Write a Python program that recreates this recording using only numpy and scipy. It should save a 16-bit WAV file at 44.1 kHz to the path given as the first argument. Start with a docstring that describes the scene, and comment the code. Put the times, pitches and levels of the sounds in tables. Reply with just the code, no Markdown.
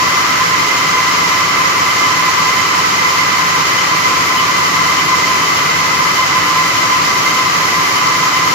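"""A circular loom in a weaving hall

Six shuttles race round a ring, their wheels whining over its thin bars; partway through, one
starts to squeak once a turn. A cam shakes the frame and throws the heddles (the steel thread
guides), which rattle while plastic tapes rustle. Much of this comes back with every turn.
The listener moves slowly along the ring, and other looms whine farther off."""
import sys
import numpy as np
from scipy import signal
from scipy.fft import rfft, irfft, next_fast_len
from scipy.io import wavfile
from scipy.ndimage import uniform_filter1d, minimum_filter1d, map_coordinates

SR = 44100
rng = np.random.default_rng(int(sys.argv[2]) if len(sys.argv) > 2 else 0)


def master_out(mix):
    """Clip the mix to full scale and print it as 16-bit PCM to the path in sys.argv[1]."""
    frames = np.transpose(np.atleast_2d(mix))
    ceiling = np.clip(frames, -1, 1)
    pcm = np.round(ceiling * 32767).astype(np.int16)
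    wavfile.write(sys.argv[1], SR, pcm)


N = 376613

# How long the hall's echo takes to fade by 60 dB: pitch_hz, fade_s
HALL_ECHO = [(200, 4.4), (2000, 0.71), (10000, 0.33)]
# The whines of the other looms: pitch_hz, level_db, octave_level_db
FAR_LOOMS = [(1161, -25.5, -39), (1294, -28, -43.5), (905, -35, -58), (852, -39, -54)]
# The tones the cam shakes out of the frame: cycles_per_turn, level_db
FRAME_HUM = [ (36, -61), (54, -53), (57, -46), (63, -44), (69, -53), (72, -50), (81, -50), (96, -45),
             (99, -42), (108, -44), (114, -50), (127, -51), (144, -49), (159, -51), (174, -51), (184, -48),
             (216, -52), (243, -52)]
# The tone colour of the rumbling frame and floor: pitch_hz, relative_level_db
RUMBLE_COLOUR = [(15, -64), (25, -55), (59, -18), (91, -7), (129, -5.5), (161, -3), (232, -6.5), (293, -2),
                 (330, -4), (476, -4), (686, -6), (830, -6), (1080, -24), (1830, -120)]
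# How alike the rumble is left and right (1 or more is the same, -1 opposite): pitch_hz, likeness
RUMBLE_LIKENESS = [(25, -1), (70, .92), (150, 1), (220, 1), (330, 0.9), (480, .6), (720, .5), (1000, 1.5)]
# How far the frame's sound on the left runs ahead of the right: pitch_hz, lead_radians
FRAME_LEFT_LEAD = [(40, .6), (120, 0.46), (260, 0.6), (330, .15), (900, .2)]
# How much louder the frame is on the left: pitch_hz, left_minus_right_db
FRAME_BALANCE = [(30, 1.5), (100, 3.5), (200, 0), (285, -3), (400, -1), (650, 1.5)]
# The tone colour of the tape rustle as heard, with the microphone's notch near 8.6 kHz:
# pitch_hz, relative_level_db
HEARD_RUSTLE = [(1850, -21.5), (3150, -2.5), (3260, -5), (3460, -5.5), (4070, -2), (5120, -1.5),
                (6890, -4.5), (7570, -9.5), (8610, -29.5), (9650, -19.5), (11700, -16.5), (15100, -21.5),
                (15800, -29.5)]
# Where the heddles, levers and ring resonate: pitch_hz, rough_half_width_hz, relative_level_db
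STEEL_RESONANCES = [(989, 59, -2.5), (1063, 51, -10), (1170, 63, 0), (1314, 157, -5), (1562, 125, -9.5),
                    (1756, 170, -11), (1998, 103, -2.5), (2277, 275, -9), (2640, 500, -13.5),
                    (3030, 170, -14)]
# The listener's path (0 is beside the tape feed, 1 over the middle of the ring): time_s, place
LISTENER_PATH = [(3.0, 0.18), (5.0, 0.56), (8.5, 0.67)]

TURN_HZ, RING_BARS = 1.673, 614  # turns a second; bars a wheel crosses in one turn
# Each pair is (beside the feed, over the ring). SIDE means left minus right.
WHINE_DB, WHINE_SIDE_DB = (-19, -18), (0.5, 2.8)
OCTAVE_DB, OCTAVE_SIDE_DB = (-23, -23.5), (-5, -1.4)
CLATTER_DB, RUMBLE_DB = (-15, -16), (-27, -25.8)
RUSTLE_DB, FINE_RUSTLE_DB, RUSTLE_SIDE_DB = (-20, -20), (-33.9, -33), (-2, 0.8)


def amp(db):
    """Turn decibels into a gain to multiply by."""
    return 10 ** (np.asarray(db) / 20)


def unit(x):
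    """Scale a signal to an average (rms) level of 1."""
    return x / np.sqrt(np.mean(x ** 2) + 1e-20)


def look_up(table, hz):
    """Read a table at any pitch, sliding between its rows."""
    pitches, values = np.transpose(table)
    return np.interp(np.log(hz + 1), np.log(pitches + 1), values)


def clock():
    """The time of each sample in seconds."""
    return np.arange(N) / SR


def on_path(pair):
    """Slide between two values as the listener moves."""
    times, places = np.transpose(LISTENER_PATH)
    return pair[0] + (pair[1] - pair[0]) * np.interp(clock(), times, places)


def pan(db):
    """Left and right gains that make the left louder by db."""
    return amp(np.array([db, -db]) / 2).reshape(2, -1)


def filtered(x, response):
    """Multiply each frequency in x by response(hz)."""
    size = next_fast_len(N + SR // 2)
    return irfft(rfft(x, size) * response(np.fft.rfftfreq(size, 1 / SR)), size)[..., :N]


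def wobble(rate):
    """A smooth random curve through rate new values a second."""
    coarse = np.arange(0, N, 128)
    values = rng.standard_normal(int(N * rate / SR) + 4)
    return np.interp(np.arange(N), coarse, map_coordinates(values, [coarse * rate / SR]))


def swell(count, crest_s, depth_db):
    """A level in dB that rises and falls count times a turn."""
    return depth_db * np.cos(2 * np.pi * count * TURN_HZ * (clock() - crest_s))


def recurring(noise, share):
    """Make a share of the noise's power repeat every turn; the rest stays new."""
    one_turn = round(SR / TURN_HZ)
    loop = noise[:, ::-1][:, np.arange(N) % one_turn]
    return np.sqrt(share) * loop + np.sqrt(1 - share) * noise


def ticks(rate, spread_db):
    """Tiny knocks of uneven size, about rate a second on each side."""
    struck = rng.random((2, N)) < rate / SR
    return unit(struck * rng.standard_normal((2, N)) * amp(spread_db * rng.standard_normal((2, N))))


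def ring_bumps(rate):
    """Random bumps on the ring, about rate a second, met again in every turn."""
    heights = rng.standard_normal(max(3, round(rate / TURN_HZ)))
    one_turn = signal.resample(heights - heights.mean(), round(SR / TURN_HZ))
    return np.resize(unit(one_turn), N)


def wheel_slip(rate, repeat_share=0.35):
    """A wheel slips partly at the same spots in each turn, partly by chance."""
    return np.sqrt(repeat_share) * ring_bumps(rate) + np.sqrt(1 - repeat_share) * wobble(rate)


def wheel_bounce(depth_db, rate):
    """A jumpy gain: bouncing wheels break their tone into short chirps."""
    return unit(amp(depth_db * np.tanh(wobble(rate))))


def hall(x):
    """The hall's echo alone, in which low notes last longest."""
    hz, t, spectrum = signal.stft(rng.standard_normal((2, SR)), SR, nperseg=256)
    fade = amp(-60 * t / look_up(HALL_ECHO, hz)[:, None])
    echo = signal.istft(spectrum * fade, SR, nperseg=256)[1]
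    running = np.pad(np.atleast_2d(x), ((0, 0), (SR, 0)), mode="wrap")  # echoing from the start
    return unit(signal.fftconvolve(running, echo, axes=1)[:, SR:SR + N])


def echoing_wheels(hz, radius_m, slip, count=6):
    """Wheels drum a tone on the bars, heard as echo; its pitch swings as they come and go."""
    t = clock()
    tone = np.zeros(N)
    for shuttle in range(count):
        angle = 2 * np.pi * (TURN_HZ * t + shuttle / count)
        delay_s = radius_m * np.cos(angle) / 343  # sound travels 343 metres a second
        tone += np.sin(2 * np.pi * (hz * (t - delay_s) + rng.random()) + slip * wheel_slip(7))
    return hall(tone)


def far_looms():
    """Other looms whine, each at its own pitch, heard only through the hall's echo."""
    out = np.zeros((2, N))
    for hz, db, octave_db in FAR_LOOMS:
        out += amp(db) * echoing_wheels(hz, radius_m=0.42, slip=1.99, count=3)
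        out += amp(octave_db) * echoing_wheels(2 * hz, radius_m=0.466, slip=1.7, count=2)
    return out * pan(1.3)


def frame(boom_hz=162, boom_width_hz=27, boom_db=-12.5):
    """The cam shakes the frame: a hum, a rumble and a boom where the frame resonates most."""
    angle = 2 * np.pi * TURN_HZ * clock() + 0.0029 * wobble(1.24)
    hum = sum(amp(db) * np.sqrt(2) * np.sin(cycles * angle + 2 * np.pi * rng.random())
              for cycles, db in FRAME_HUM)
    shake = recurring(rng.standard_normal((2, N)), share=0.23)
    spread = lambda hz: np.arccos(np.clip(look_up(RUMBLE_LIKENESS, hz), -1, 1)) / 2
    colour = lambda hz: amp(look_up(RUMBLE_COLOUR, hz)) * [np.cos(spread(hz)), np.sin(spread(hz))]
    middle, side = filtered(shake, colour)
    rumble = unit(np.array([middle + side, middle - side]))
    push = recurring(rng.standard_normal((1, N)), share=0.52)
    boom = unit(filtered(push, lambda hz: 1 / (1 + (2 * (hz - boom_hz) / boom_width_hz) ** 2)))
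    sound = amp(on_path(RUMBLE_DB)) * (rumble + amp(boom_db) * boom) + hum
    left_lead = lambda hz: np.exp(0.5j * np.outer([1, -1], look_up(FRAME_LEFT_LEAD, hz)))
    return filtered(sound, lambda hz: pan(look_up(FRAME_BALANCE, hz)) * left_lead(hz))


def tapes(fine_above_hz=8600):
    """Plastic tapes rub and flick, swelling with the turn and as each shuttle parts them."""
    swell_db = (swell(count=1, crest_s=0.076, depth_db=0.5)
                + swell(count=2, crest_s=0.157, depth_db=0.5)
                + swell(count=6, crest_s=0.098, depth_db=0.84))
    rubbing = unit(ticks(rate=5000, spread_db=1.5) + 1.6 * rng.standard_normal((2, N)))
    rustle = filtered(rubbing, lambda hz: amp(look_up(HEARD_RUSTLE, hz)))
    fine = filtered(rustle, lambda hz: hz > fine_above_hz)
    body_db = on_path(RUSTLE_DB) + 0.22 * swell_db + 0.45 * wobble(28)
    body = unit(rustle - fine) * amp(body_db) * pan(on_path(RUSTLE_SIDE_DB))
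    flicker_db = 0.6 * np.array([wobble(22), wobble(22)])
    return body + unit(fine) * amp(on_path(FINE_RUSTLE_DB) + swell_db + flicker_db)


def heddles():
    """Hundreds of steel thread guides and levers rattle, blurring into a ringing roar."""
    rattle = unit(ticks(rate=5000, spread_db=1.6) + 1.17 * rng.standard_normal((2, N)))
    blows = recurring(rattle, share=0.079)
    steel = lambda hz: np.sqrt(sum(amp(2 * db) / (1 + ((hz - pitch) / (0.97 * width)) ** 2) ** 2
                                   for pitch, width, db in STEEL_RESONANCES))
    return amp(on_path(CLATTER_DB)) * pan(-0.6) * unit(filtered(blows, steel))


def squeaks(first_s=3.793, closest_s=4.4, pitch_hz=3010, fall_hz_per_s=700):
    """One wheel skids at the same spot each turn: a short, rough chirp that sags in pitch."""
    out = np.zeros((2, N))
    for peak_s in np.arange(first_s, N / SR, 1 / TURN_HZ):
        db = -24 + 4.5 * np.exp(-((peak_s - closest_s) / 0.4) ** 2)  # loudest as the listener passes
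        sounding = np.abs(clock() - peak_s) < 0.06
        t = clock()[sounding] - peak_s
        phase = 2 * np.pi * (pitch_hz * t - fall_hz_per_s * t ** 2 / 2)
        roughness = np.array([wobble(170)[sounding] for side in range(2)])
        loudness = amp(db) * np.exp(-(t / 0.023) ** 2)
        out[:, sounding] += loudness * np.sqrt(2) * np.sin(phase + 1.9 * roughness)
    return out


def nearest_wheel(hz, swing_hz, slip, count=6):
    """The tone that comes straight from the shuttles; its pitch sags as each goes by."""
    passing = 2 * np.pi * count * TURN_HZ * clock()
    phase = 2 * np.pi * hz * clock() - swing_hz / (count * TURN_HZ) * np.cos(passing)
    return unit(np.array([np.sin(phase + slip * wheel_slip(9)) for side in range(2)]))


def shuttles(third_db=-10.5):
    """The near loom's wheels whine over the bars: three tones that throb alike in every turn."""
    throb_db = (swell(count=3, crest_s=0.026, depth_db=1.0)
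                + swell(count=6, crest_s=0.043, depth_db=0.6) + 0.5 * ring_bumps(rate=60))
    high_throb_db = (swell(count=1, crest_s=0.14, depth_db=0.6)
                     + swell(count=5, crest_s=0.11, depth_db=1.7) + 0.6 * ring_bumps(rate=50))
    bar_hz = RING_BARS * TURN_HZ
    # Slipping blurs the higher tones more.
    first = unit(echoing_wheels(bar_hz, radius_m=0.46, slip=0.99)
                 + 1.16 * nearest_wheel(bar_hz + 4, swing_hz=10.3, slip=1.67))
    octave = unit(echoing_wheels(2 * bar_hz, radius_m=0.48, slip=2.16)
                  + 0.69 * nearest_wheel(2 * bar_hz + 16, swing_hz=14.6, slip=2.14))
    third = unit(echoing_wheels(3 * bar_hz - 16, radius_m=0.302, slip=3.1)
                 + nearest_wheel(3 * bar_hz - 28, swing_hz=16, slip=2.34))
    low = amp(on_path(WHINE_DB) + throb_db) * pan(on_path(WHINE_SIDE_DB)) * first
    overtones = pan(on_path(OCTAVE_SIDE_DB)) * octave + amp(third_db) * third
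    high = amp(on_path(OCTAVE_DB) + high_throb_db) * overtones
    return low * wheel_bounce(depth_db=2.4, rate=60) + high * wheel_bounce(depth_db=3.8, rate=125)


def scene():
    """The near loom with the rest of the hall behind it."""
    return shuttles() + squeaks() + heddles() + frame() + tapes() + far_looms()


def limiter(x, ceiling, samples=257):
    """Turn the sound down for a moment around each peak that would pass the ceiling."""
    needed = np.minimum(1, ceiling / (np.abs(x).max(axis=0) + 1e-9))
    return x * uniform_filter1d(minimum_filter1d(needed, samples), samples)


def record(dry):
    """Thin out the deepest bass, hold down the peaks and cut the highest treble."""
    low_hz, top_hz = 42, 15800
    heard = filtered(dry, lambda hz: hz ** 2 / np.sqrt(hz ** 4 + low_hz ** 4))
    held = limiter(heard, ceiling=0.98)
    return filtered(held, lambda hz: hz < top_hz)


dry = scene()
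out = record(dry)
master_out(out)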